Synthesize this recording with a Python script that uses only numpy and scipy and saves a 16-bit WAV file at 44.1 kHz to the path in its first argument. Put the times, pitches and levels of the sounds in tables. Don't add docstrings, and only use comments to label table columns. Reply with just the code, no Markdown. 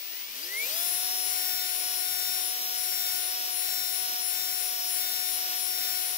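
import sys
import numpy as np
from scipy import signal
from scipy.fft import rfft, irfft
from scipy.io import wavfile
from scipy.ndimage import map_coordinates

SR = 44100
rng = np.random.default_rng(int(sys.argv[2]) if len(sys.argv) > 2 else 0)


def to_linear_factor(level_db):
    exponent = np.asarray(level_db, float) / 20
    return 10 ** exponent


def unload_audio(sound):
    columns = np.transpose(np.atleast_2d(sound))
    steps = np.round(np.clip(columns, -1, 1) * 32767)
    wavfile.write(sys.argv[1], SR, steps.astype(np.int16))


N = 272097
TIME = np.arange(N) / SR
FREQ = np.maximum(np.arange(N // 2 + 1) * SR / N, 1)
FULL_HZ = 365.3
STEP = 32


def curves(table):
    s, *columns = np.transpose(table)
    return [np.interp(TIME, s, column) for column in columns]


def across(table):
    hz, value = np.transpose(table)
    return np.interp(np.log(FREQ), np.log(np.maximum(hz, 1)), value)


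def walk(rate, size=1):
    points = rng.standard_normal(200)
    return 1.2 * np.interp(TIME[::size] * rate, np.arange(200), points)


def noise_pair(share):
    common, own = rfft(rng.standard_normal((2, N)))
    share = np.clip(share, 0, 1)
    return np.array([common, share * common + np.sqrt(1 - share ** 2) * own])


def shop():
    # frequency in Hz, level in dB per Hz.
    rumble_colour = [(12, -37), (20, 8.5), (65, 4), (83, 4.5), (157, -4.5), (222, -9), (370, -9), (492, -3),
                     (600, -9), (780, -36), (1320, -120)]
    rumble = irfft(noise_pair(0.45) * to_linear_factor(across(rumble_colour)) * (FREQ < 700), N)
    rumble = to_linear_factor(-74) * to_linear_factor(1.7 * walk(7)) * rumble / np.std(rumble)
    hum = to_linear_factor(-73.5 + 2.2 * walk(6)) * np.sin(2 * np.pi * 60.3 * TIME)
    return (rumble + hum) * to_linear_factor([[-1.5], [1.5]])


def strokes():
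    # time in seconds, place of the drill (1 drawn back, -1 pushed in).
    turning_points = [(.83, -.1), (1.13, -.8), (1.56, 1.05), (1.88, -.65), (2.2, 1), (2.64, -1.1),
                      (3.03, .9), (3.42, -1), (3.77, .95), (4.12, -.95), (4.44, 1.05), (4.79, -.95),
                      (5.12, 1.05), (5.48, -1), (5.84, 1.05), (6.22, -.7)]
    drag_late_s = .055
    s, place = np.transpose(turning_points)
    index = np.arange(len(s))
    count = np.interp(TIME, s, index)
    eased = np.floor(count) + .5 - .5 * np.cos(np.pi * (count % 1))
    late = np.interp(TIME - drag_late_s, s, index)
    return np.interp(eased, index, place), np.cos(np.pi * late) ** 2


def rotor(load):
    # time in seconds, rotor speed in Hz; after the last the rotor settles by itself.
    run_up = [(0, 66.2), (.09, 79.5), (.28, 102.4), (.33, 110.4), (.37, 124.1), (.42, 148.7), (.45, 169.4),
              (.5, 192), (.6, 222.3), (.65, 239.8), (.68, 261.7), (.7, 289.5), (.74, 325.9)]
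    free_hz, settle_s = 366.7, .087
    bite_s, bite_hz, drag_hz = 1.47, .9, 1.0
    hz, = curves(run_up)
    since = np.maximum(TIME - run_up[-1][0], 0)
    settling = (free_hz - hz) * (1 - np.exp(-since / settle_s))
    bite = np.clip((TIME - bite_s) / .1 + .5, 0, 1)
    return hz + settling - bite * (bite_hz + drag_hz * load + .2 * walk(5))


def chopper(hz, turn):
    # time in seconds, whistle level in dB.
    whistle = [
        (0, -43),
        (0.25, -43),
        (0.28, -55),
        (0.31, -49),
        (0.4, -58),
        (0.55, -61),
        (0.62, -55),
        (0.68, -55),
        (0.72, -75),
    ]
    # rotor order below the whistle, level in dB relative to it.
    sidebands = [(2, -20), (4, -18), (6, -18), (8, -15), (10, -13)]
    level_db, = curves(whistle)
    carrier = 2 * np.pi * 15487 * TIME
    sides = sum(to_linear_factor(db + 3.3 * walk(12)) * np.sin(carrier - k * turn) for k, db in sidebands)
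    tone = np.sin(carrier) + sides * np.clip(2.2 - hz / 110, 0, 1)
    return tone * to_linear_factor(level_db + 9) * to_linear_factor([[0], [-11]])


def hiss(turn):
    # frequency in Hz, share of the noise common to both ports.
    alike = [(100, 0.91), (700, 0.6), (1500, 0.6), (3000, 0.53), (6000, 0.033), (15000, 0.19)]
    chop = 1 + .07 * np.sin(turn) + .04 * np.sin(turn / 4)
    return irfft(noise_pair(across(alike)), N) * chop * to_linear_factor(0.38 * walk(24))


def rotor_orders(down):
    # rotor order, left and right level in dB over the hiss at full speed.
    strong = [(1, 22, 22), (2, 35, 31), (3, 22, 21), (4, 29, 27), (5, 21, 19), (6, 20, 17), (8, 21, 16),
              (13, 20, 17), (14, 17, 20), (16, 21, 14), (17, 18, 14), (18, 26, 23), (19, 16, 19),
              (20, 27, 28), (21, 18, 21), (22, 14, 25), (23, 15, 23), (24, 21, 23), (25, 21, 20),
              (26, 19, 20), (27, 21, 19), (28, 27, 27), (29, 15, 21), (32, 24, 18), (33, 22, 15),
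              (34, 25, 19), (36, 24, 18), (38, 20, 18), (42, 24, 15), (43, 22, 20)]
    faint = (7, 9, 11, 12, 31, 35, 37, 39, 41)
    faint_db = (16, 14)
    levels = list(strong) + [(k, *faint_db) for k in faint]
    return [(k, left, right, -(4.5 if k == 2 else 14) * down) for k, left, right in levels]


def gear_orders(down):
    # rotor order, left and right level in dB, dB gained on the way up,
    # octaves below full speed where it blooms.
    mesh = [(2.8125, 12, 10, 15, .75), (5.625, 14, 11, 0, 1), (8.4375, 16, 13, -3, 2.1),
            (22.5, 8, 10, 16, 1.9), (28.125, 6, 6, 19, 2.1), (33.75, 6, 6, 23, 1.9), (45, 10, 10, 10, 2)]
    return [(k, left, right, db * np.exp(-((down - at) / .6) ** 2)) for k, left, right, db, at in mesh]


def loud_whines(hz, down):
    resonant = {10: (25, 23.4, 4.9, 2157, 23.5), 11.25: (23.3, 16.4, 4.5, 3660, 2.6),
                15: (33.3, 30.6, 13, 4750, 4), 30: (36, 31.8, 15, 4800, 19), 40: (25.3, 24, 5.5, 13570, 10)}
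    played = {}
    for k, (left, right, lost, at_hz, gained) in resonant.items():
        half_width_hz = 220 + .04 * at_hz
        bloom = np.exp(-((k * hz - at_hz) / half_width_hz) ** 2)
        played[k] = np.array([[left], [right]]) - lost * down + gained * bloom
    return played


def slot_overtones(slot_db, down):
    # rotor order, dB over half the slot order's dB level.
    overtones = [(50, 16), (60, 6), (70, 6)]
    slow = np.where(down > .35, 0, -60)
    return [(k, slot_db / 2 + db, slot_db / 2 + db, slow) for k, db in overtones]


def bench_echoes(down, place):
    reflections = [(30, 0, .6, .9, -.09), (30, 1, .3, 1.4, .3), (20, 0, .6, .48, 1.0),
                   (28, 0, .55, .75, .25), (15, 1, .62, 1.05, .85), (15, 0, .18, 1.35, -.45),
                   (40, 0, .25, .45, 1.0), (40, 1, .4, .45, -1.0), (10, 0, .45, .45, 1.1),
                   (11.25, 0, .5, .45, 1.1), (11.25, 1, .6, .8, -1.0), (8, 0, .4, .45, -1.0),
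                   (8, 1, .4, .45, 1.0), (6, 0, .55, .7, .4)]
    near_full = np.clip(1 - 5 * down, 0, 1)
    return {(k, port): 1 + near_full * share * np.exp(1j * np.pi * fades * (place - at))
            for k, port, share, fades, at in reflections}


def whines(hz, turn, place, shade_db):
    turned = {15: .7, 11.25: 2.1}
    hz, place, shade_db = hz[::STEP], place[::STEP], shade_db[::STEP]
    down = np.log2(FULL_HZ / hz)
    played = loud_whines(hz, down)
    echo = bench_echoes(down, place)
    lines = rotor_orders(down) + gear_orders(down) + slot_overtones(played[10][0], down)
    lines += [(k, *played[k], 1) for k in played]
    out = np.zeros((2, N))
    for k, left, right, run_up_db in lines:
        short = min(k / 8, 1) ** 1.5
        for port, db in enumerate((left, right)):
            db = db + run_up_db
            if (k, port) in echo:
                flutter_db = 2.2 if 9 < k < 12 else 1.4
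                db = db + 20 * np.log10(np.abs(echo[k, port])) - 1 + flutter_db * walk(14, size=STEP)
            else:
                db = db + short * (2.8 * walk(6, size=STEP) - 1)
                if k > 18 and port == 0:
                    db = db + shade_db
            drift = port * (.015 * k * walk(3, size=STEP) + turned.get(k, 0))
            drift = drift + np.angle(echo.get((k, port), 1))
            drift = drift + np.zeros(len(hz))
            phase = k * turn + k * k + np.repeat(drift, STEP)[:N]
            out[port] += np.repeat(to_linear_factor(db + 1), STEP)[:N] * np.sin(phase)
    return out * np.sqrt(4 / SR)


def reach(hz, place):
    # dB lost per octave below full speed,
    # dB per unit of place, dB of the first surge.
    shading = [(2, -0.02, 2), (4, 1.16, 2.5), (4.5, -1.2, 4)]
    surge_s, fade_s, unsteady_db = 0.624, 0.55, 0.33
    down = np.log2(FULL_HZ / hz)
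    rise = np.clip((TIME - surge_s) / .06 + .5, 0, 1)
    surge = rise * np.exp(-np.maximum(TIME - surge_s, 0) / fade_s)
    return [-lost * down + swing * place + first * surge + unsteady_db * walk(8)
            for lost, swing, first in shading]


def port_colour():
    # frequency in Hz, level in dB per Hz.
    left_colour = [(170, -101), (240, -88.5), (400, -84.5), (700, -82.5), (1300, -80), (2200, -77),
                   (3700, -73), (5900, -73.5), (6400, -79), (7800, -74), (8500, -80), (10500, -73),
                   (11500, -70), (15700, -69)]
    right_colour = [(170, -113), (240, -87.5), (700, -83.5), (1300, -84), (2200, -78), (5800, -75.5),
                    (6500, -76.5), (7200, -104.5), (8200, -99), (9500, -104.5), (10300, -128),
                    (10800, -81.5), (13000, -82.5), (15700, -81.5)]
    # frequency in Hz, radians by which left leads.
    lead = [(0, 0), (730, 1.3), (1460, 3.9), (2760, 6.8), (16400, 40)]
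    colour = to_linear_factor([across(left_colour), across(right_colour)]) * np.sqrt(SR / 2) / (1 + (150 / FREQ) ** 6)
    lag = np.exp(-1j * np.interp(FREQ, *np.transpose(lead)))
    return colour * np.array([np.ones(len(FREQ)), lag])


def scene():
    split_hz, right_top_db = 6600, 2.7
    swing_m = .0205
    place, load = strokes()
    hz = rotor(load)
    turn = 2 * np.pi * np.cumsum(hz) / SR
    body_db, left_top, right_top = reach(hz, place)
    source = hiss(turn) + whines(hz, turn, place, np.maximum(left_top, -3.5))
    drill = rfft(source) * port_colour()
    treble = 1 / (1 + (split_hz / FREQ) ** 12)
    body = irfft(drill * (1 - treble), N) * to_linear_factor(body_db)
    top = irfft(drill * treble, N) * to_linear_factor([left_top, right_top + right_top_db])
    heard = body + top
    arrival = (TIME - swing_m * place / 343) * SR
    heard[1] = map_coordinates(heard[1], [arrival], order=5, mode="mirror")
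    return heard + chopper(hz, turn) + shop()


def top_cut(x):
    return signal.sosfilt(signal.butter(12, 16790, fs=SR, output="sos"), x)


def record(dry):
    mix = irfft(rfft(dry) * (FREQ < 15725) / (1 + (35 / FREQ) ** 2), N)
    return top_cut(mix)


dry = scene()
out = record(dry)
unload_audio(out)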